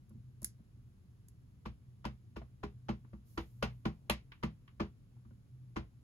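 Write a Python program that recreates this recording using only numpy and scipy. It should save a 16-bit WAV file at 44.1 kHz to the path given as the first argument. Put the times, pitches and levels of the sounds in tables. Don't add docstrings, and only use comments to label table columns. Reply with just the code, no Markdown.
import sys
import numpy as np
from scipy import signal
from scipy.fft import rfft, irfft
from scipy.io import wavfile
from scipy.ndimage import uniform_filter1d

SR = 44100
rng = np.random.default_rng(int(sys.argv[2]) if len(sys.argv) > 2 else 0)


def unload_audio(sound):
    columns = np.transpose(np.atleast_2d(sound))
    steps = np.round(np.clip(columns, -1, 1) * 32767)
    wavfile.write(sys.argv[1], SR, steps.astype(np.int16))


N = 265923

# frequency_hz, level_db
AIR_SPECTRUM = [(15, -46.5), (25, -25.5), (37, -12.5), (91, -8.5), (122, -4), (136, -11), (148, -18),
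                (173, -14), (684, -44), (1340, -44), (1800, -47), (7910, -54), (8580, -56.5),
                (10600, -51.5), (15500, -62.5)]
# time_s, level_db
HUM_LEVEL = [(0, -63), (.16, -45), (.38, -65), (.8, -57), (1.15, -75), (2.1, -59.5), (4.95, -58.5),
             (5.2, -69.5), (5.65, -54), (6.03, -59.5)]
# frequency_hz, level_db
WHINES = [(721.4, -101), (1157, -104), (1308, -100)]
# start_s, level_db
CLICKS = [(0.094, -82), (0.418, -66.5), (0.429, -62.5), (0.4444, -42.5), (1.284, -71)]
# start_s, level_db, hardness (0-1), tock_pitch_hz
BUMPS = [(0.106, -60.5, 0.38, 530), (.149, -57.5, 0, 640), (.421, -55.5, .5, 610),
         (0.595, -63.5, 0.35, 637), (0.776, -76, 0.03, 640), (2.416, -62, 0.85, 672),
         (3.132, -52.5, 0.55, 553), (5.166, -73.5, 0.63, 820), (5.251, -63.5, 0.45, 1190),
         (5.308, -64, 0.52, 535)]
# start_s (seating), force_db, flatness (0-1), edge_lead_s,
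# boom_db and knock_db (desk, relative to the force), tock_pitch_hz
DABS = [(1.658, -53, 0.088, 0.0034, 5.5, -3.5, 1146), (2.0522, -47.5, 0.29, 0.0077, 3, -3.5, 1000),
        (2.365, -55, 0.13, .004, 3, 2.5, 463), (2.635, -51.5, 0.086, 0.0034, 4, 4.5, 1010),
        (2.89, -46.5, 0.059, .0045, 9, 0.5, 797), (3.377, -44.5, 0.23, .002, -3.5, 1, 995),
        (3.627, -39, 0.51, 0.0022, -1, -12, 575), (3.8546, -44, 0.177, .002, 8, 2.5, 1026),
        (4.099, -37.5, 0.95, .0023, -2.5, -11, 935), (4.4343, -45, 0.26, .0055, 7.5, -2, 1190),
        (4.802, -44, 0.067, 0.0033, 5, 3, 1201), (5.765, -46.5, .16, 0.0047, 2, 2, 1005)]
# start_s, level_db, tilt_db_per_octave
SMACKS = [(3.046, -67.5, -10), (4.318, -60, 0), (4.677, -68.5, 0)]

# frequency_hz, relative_level_db, t60_s
DESK_THUMP_MODES = [(45.25, -16, 0.034), (61, 0, 0.24), (83.6, -0.5, 0.15)]
DESK_BOOM_MODES = [(121.2, -6, 0.22), (158.3, -9.5, 0.29), (202.3, -4, 0.21), (228.1, -3, 0.17)]
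DESK_KNOCK_MODES = [(286.5, -3.5, 0.093), (332.4, 4, 0.14), (406.5, -10, 0.16)]
# frequency_hz, relative_level_db, t60_s
CASE_MODES = [(480.5, -3, 0.12), (596, -0.5, 0.1), (780, -6, 0.12), (872, -1.5, 0.048), (952, 0.5, 0.08),
              (1003, -7.5, 0.021), (1153, -4, 0.11), (1436, 1, 0.066), (1740, -3, .06), (2016, -5.5, 0.029)]
# frequency_hz, relative_level_db, t60_s
BLOCK_MODES = [(2380, -3, .07), (2527, -7, 0.07), (2690, -1, 0.08), (3024, -1.5, 0.08), (3240, -2.5, 0.036),
               (3494, -3.5, 0.034), (4080, -7.5, 0.08), (4730, -14.5, .04)]

# frequency_hz, relative_level_db
CLICK_SPECTRUM = [(500, -24.5), (1100, -32), (1600, -13.5), (2700, -28), (4000, -19.5), (4800, -11),
                  (7000, -10), (9500, -6.5), (11000, 0.5), (12400, -9.5), (13200, -9.5), (14200, -10.5),
                  (16500, -28)]
CLACK_SPECTRUM = [(200, -29), (340, -11.5), (440, 2.5), (700, -1), (1050, 2.5), (1400, 0.5), (1750, -10.5),
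                  (2100, -14.5), (2600, -23.5), (5000, -69.5)]
CRACK_SPECTRUM = [(900, -33.5), (1900, 2.5), (2800, -2.5), (4000, -7), (5200, -8.5), (6800, -16.5),
                  (9000, -41.5), (16000, -50)]
SNAP_SPECTRUM = [(4000, -38.5), (6500, -4.5), (8500, 3), (11000, 1.5), (13000, 1.5), (15000, -6.5),
                 (16500, -21.5)]
SMACK_SPECTRUM = [(300, -9.5), (650, -21), (1100, 0), (2200, -5.5), (2700, -4), (4200, -16.5), (5800, -26),
                  (8000, -44), (16000, -35)]
HISS_SPECTRUM = [(2000, -19.5), (5000, -8), (8500, -8), (12000, -3), (14000, -2.5), (15600, -11),
                 (16200, -44)]
RUSTLE_SPECTRUM = [(120, -15), (250, -4.5), (500, -3.5), (800, -7), (1250, -20), (1800, -36), (5000, -40)]

# frequency_hz, t60_s
ROOM_T60 = [(300, 0.22), (1000, .15), (3000, 0.19), (7000, 0.15), (14000, 0.092)]
# frequency_hz, coherence (0-1)
NEAR_COHERENCE = [(100, 0.89), (400, 1), (1000, 0.54), (2000, 0.26), (5500, 0.29), (8000, 0.92), (16000, 1)]
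AIR_COHERENCE = [(60, 0.85), (130, .93), (300, 0.8), (700, 0.54), (1500, .15), (5500, 0.069), (8000, 1),
                 (16000, 0.57)]
# frequency_hz, phase_rad
LEFT_PHASE = [(20, 0), (150, 0.36), (450, 1.09), (1100, 0.62), (1600, 4.5), (2200, 1.5), (3000, 1.5),
              (5500, 3), (6700, 0), (8500, -np.pi), (11000, -2 * np.pi), (13500, -3 * np.pi),
              (15500, -4 * np.pi)]
# frequency_hz, level_db
LEFT_BALANCE = [(100, 0.2), (300, -0.3), (550, 1.5), (1100, 1), (2000, 0.1), (5000, -0.5), (8000, -0.5)]

USUAL_FORCE_DB = -46
THUMP_LAW, TOCK_LAW = (-45, 0.3, 0), (-51, 0.77, 0)
CLACK_LAW, CRACK_LAW, SNAP_LAW = (-47.5, 1, 0), (-56, 0.84, 10.9), (-80, 0.34, 32.5)
# soft_db relative to the bump, hard_db (added at hardness 1)
BUMP_KNOCK, BUMP_TOCK, BUMP_CLACK, BUMP_CRACK = (-16, 9.9), (-40.5, 46), (-36, 37), (-50.5, 39)

EDGE_DB, EDGE_FLAT_DB = -2, -11
SEATING_DECAY_S, FLAT_SHORTENS = 0.0027, 0.93
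FELT_RISE_S = 0.003
CASE_DB, BLOCK_DB = -1, -0.5
TOCK_T60_S = 0.038
AIR_DB = -59.5
HUM_HZ, HUM_WAVER_DB = 123, 4.5
HISS_START_S, HISS_RISE_S, HISS_DB, HISS_FADE_DB_PER_S = 3.24, 0.06, -70.5, 32
RUSTLE_S, RUSTLE_WIDTH_S, RUSTLE_DB = 4, 0.14, -81.5
LOWPASS_HZ = 16300
BLOW_S = 0.06

TIME = np.arange(N) / SR
RING = np.arange(12288) / SR


def amp(db):
    return 10 ** (np.asarray(db) / 20)


def evened(x):
    return x / np.sqrt(np.mean(x ** 2) + 1e-30)


def blow(x, db):
    return amp(db) * evened(x) * np.sqrt(BLOW_S * SR / x.shape[-1])


def read(points, hz):
    f, value = np.transpose(points)
    return np.interp(np.log(hz + 1), np.log(f + 1), value)


def add(mix, s, sound):
    part = mix[:, max(round(s * SR), 0):][:, :sound.shape[-1]]
    part += sound[..., :part.shape[1]]


def coloured(x, spectrum, size=2048):
    hz = abs(np.fft.fftfreq(size, 1 / SR))
    log_gain = np.log(amp(read(spectrum, hz)))
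    response = np.exp(signal.hilbert(log_gain).conj())
    taps = np.fft.ifft(response).real[None, :size // 2]
    return signal.fftconvolve(x, taps, axes=1)[:, :x.shape[1]]


def noise_pair(coherence, size):
    left, other = rfft(rng.standard_normal((2, size)))
    c = np.clip(read(coherence, np.fft.rfftfreq(size, 1 / SR)), -1, 1)
    right = c * left + np.sqrt(1 - c ** 2) * other
    return irfft(np.array([left, right]), size)


def wander(rate_hz):
    falloff = np.exp(-np.fft.rfftfreq(N, 1 / SR) / rate_hz)
    return evened(irfft(rfft(rng.standard_normal(N)) * falloff, N))


def room_air():
    gain = amp(read(AIR_SPECTRUM, np.fft.rfftfreq(N, 1 / SR)))
    return amp(AIR_DB) * evened(irfft(rfft(noise_pair(AIR_COHERENCE, N)) * gain, N))


def hum():
    pitch_hz = HUM_HZ + 4 * wander(rate_hz=7.7)
    waver = amp(HUM_WAVER_DB * wander(rate_hz=3.2))
    tone = np.sin(2 * np.pi * np.cumsum(pitch_hz) / SR) * waver
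    return evened(tone) * amp(np.interp(TIME, *np.transpose(HUM_LEVEL)))


def whines():
    out = np.zeros(N)
    for hz, db in WHINES:
        cycles = hz * np.cumsum(1 + 0.0056 * wander(rate_hz=18)) / SR
        out += amp(db) * evened(np.sin(2 * np.pi * cycles))
    return out


def contact(spectrum, decay_s, room_db):
    envelope = np.exp(-RING / decay_s) * (1 - np.exp(-2.5 * RING / decay_s)) ** 2
    direct = noise_pair(NEAR_COHERENCE, len(RING)) * envelope
    hz, t, z = signal.stft(noise_pair(NEAR_COHERENCE, len(RING)), SR, nperseg=256)
    decay = amp(-60 * t / read(ROOM_T60, hz)[:, None])
    tail = signal.istft(z * decay, SR, nperseg=256)[1][:, :len(RING)]
    tail *= (1 - np.exp(-RING / 0.0046)) * (1 + 0.7 * np.exp(-RING / 0.012))
    return evened(coloured(direct, spectrum)) + amp(room_db) * evened(coloured(tail, spectrum))


def clicks():
    out = np.zeros((2, N))
    for s, db in CLICKS:
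        add(out, s, blow(contact(CLICK_SPECTRUM, decay_s=0.0018, room_db=-10.0), db))
    return out


def ring(modes, rise_cycles, scatter_db, spread, alternate=False):
    hz, db, t60 = np.transpose(modes)[:, :, None]
    luck, turn = rng.standard_normal((len(modes), 2)).T[:, :, None]
    shape = amp(db + scatter_db * luck - 60 * RING / t60)
    shape *= 1 - np.exp(-RING * hz / rise_cycles)
    if alternate:
        shape[1::2] *= -1
    phase = 2 * np.pi * hz * RING
    sides = [(shape * np.sin(phase + side * spread * turn)).sum(0) for side in (-1, 1)]
    return np.array(sides)


def tock(hz, db):
    return blow(ring([(hz, 0, TOCK_T60_S)], rise_cycles=0.54, scatter_db=0, spread=0.069), db)


def desk(thump_db, boom_db, knock_db):
    thump = ring(DESK_THUMP_MODES, rise_cycles=0.96, scatter_db=3, spread=0.068)
    boom = ring(DESK_BOOM_MODES, rise_cycles=0.76, scatter_db=2.0, spread=0.04, alternate=True)
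    knock = ring(DESK_KNOCK_MODES, rise_cycles=1.0, scatter_db=4.0, spread=0.24, alternate=True)
    return blow(thump, thump_db) + blow(boom, boom_db) + blow(knock, knock_db)


def plastic(clack_db, crack_db, decay_s, room_db):
    case = evened(ring(CASE_MODES, rise_cycles=0.17, scatter_db=4.0, spread=0.71))
    block = evened(ring(BLOCK_MODES, rise_cycles=3.6, scatter_db=1.0, spread=0.66))
    clack = contact(CLACK_SPECTRUM, decay_s, room_db) + amp(CASE_DB) * case
    crack = contact(CRACK_SPECTRUM, decay_s, room_db + 3.5) + amp(BLOCK_DB) * block
    return blow(clack, clack_db) + blow(crack, crack_db)


def bumps():
    out = np.zeros((2, N))
    for s, db, hard, tock_hz in BUMPS:
        knock_db, tock_db, clack_db, crack_db = (
            db + soft_db + hard_db * hard
            for soft_db, hard_db in (BUMP_KNOCK, BUMP_TOCK, BUMP_CLACK, BUMP_CRACK))
        add(out, s, tock(tock_hz, tock_db))
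        add(out, s, desk(db, db, knock_db))
        add(out, s, plastic(clack_db, crack_db, decay_s=0.0045, room_db=-1.5))
    return out


def dabs():
    out = np.zeros((2, N))
    for s, force_db, flat, lead_s, boom_db, knock_db, tock_hz in DABS:
        thump_db, tock_db, clack_db, crack_db, snap_db = (
            db + slope * (force_db - USUAL_FORCE_DB) + flat_db * flat
            for db, slope, flat_db in (THUMP_LAW, TOCK_LAW, CLACK_LAW, CRACK_LAW, SNAP_LAW))
        edge_db = EDGE_DB + EDGE_FLAT_DB * flat
        decay_s = SEATING_DECAY_S * (1 - FLAT_SHORTENS * flat)
        edge = plastic(clack_db + edge_db, crack_db + edge_db, decay_s=0.0011, room_db=-5)
        edge *= 1 - np.exp(-RING / FELT_RISE_S)
        seating = plastic(clack_db, crack_db, decay_s, room_db=-0.5 - 2.8 * flat)
        snap = contact(SNAP_SPECTRUM, 1.6 * decay_s, room_db=0.5 - 7.7 * flat)
        add(out, s - lead_s - 0.001, edge)
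        add(out, s - 0.0012, desk(thump_db, force_db + boom_db, force_db + knock_db))
        add(out, s - 0.0006, seating)
        add(out, s, tock(tock_hz, tock_db))
        add(out, s, blow(snap, snap_db))
    return out


def ink_smacks():
    out = np.zeros((2, N))
    for s, db, tilt_db in SMACKS:
        spectrum = [(hz, level + tilt_db * np.log2(hz)) for hz, level in SMACK_SPECTRUM]
        add(out, s, blow(contact(spectrum, decay_s=0.0035, room_db=-1.5), db))
    return out


def hiss():
    age = np.maximum(TIME - HISS_START_S, 0)
    envelope = np.minimum(age / HISS_RISE_S, 1) * amp(HISS_DB - HISS_FADE_DB_PER_S * age)
    return evened(coloured(noise_pair(AIR_COHERENCE, N), HISS_SPECTRUM)) * envelope


def rustle():
    grip = evened(uniform_filter1d(rng.standard_normal(N), size=500))
    turning = np.exp(-((TIME - RUSTLE_S) / RUSTLE_WIDTH_S) ** 2)
    rubbing = evened(coloured(noise_pair(NEAR_COHERENCE, N), RUSTLE_SPECTRUM))
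    return rubbing * turning * amp(RUSTLE_DB + 4.9 * grip)


def scene():
    background = room_air() + hum() + whines() + hiss()
    handling = clicks() + bumps() + ink_smacks() + rustle()
    return background + handling + dabs()


def record(dry):
    hz = np.fft.rfftfreq(N, 1 / SR)
    left = np.exp(0.5j * read(LEFT_PHASE, hz)) * amp(read(LEFT_BALANCE, hz) / 2)
    pair = irfft(rfft(dry) * np.array([left, 1 / left]), N)
    lowpass = signal.firwin(301, LOWPASS_HZ, window=("kaiser", 9), fs=SR)
    return signal.oaconvolve(pair, lowpass[None], "same")


dry = scene()
out = record(dry)
unload_audio(out)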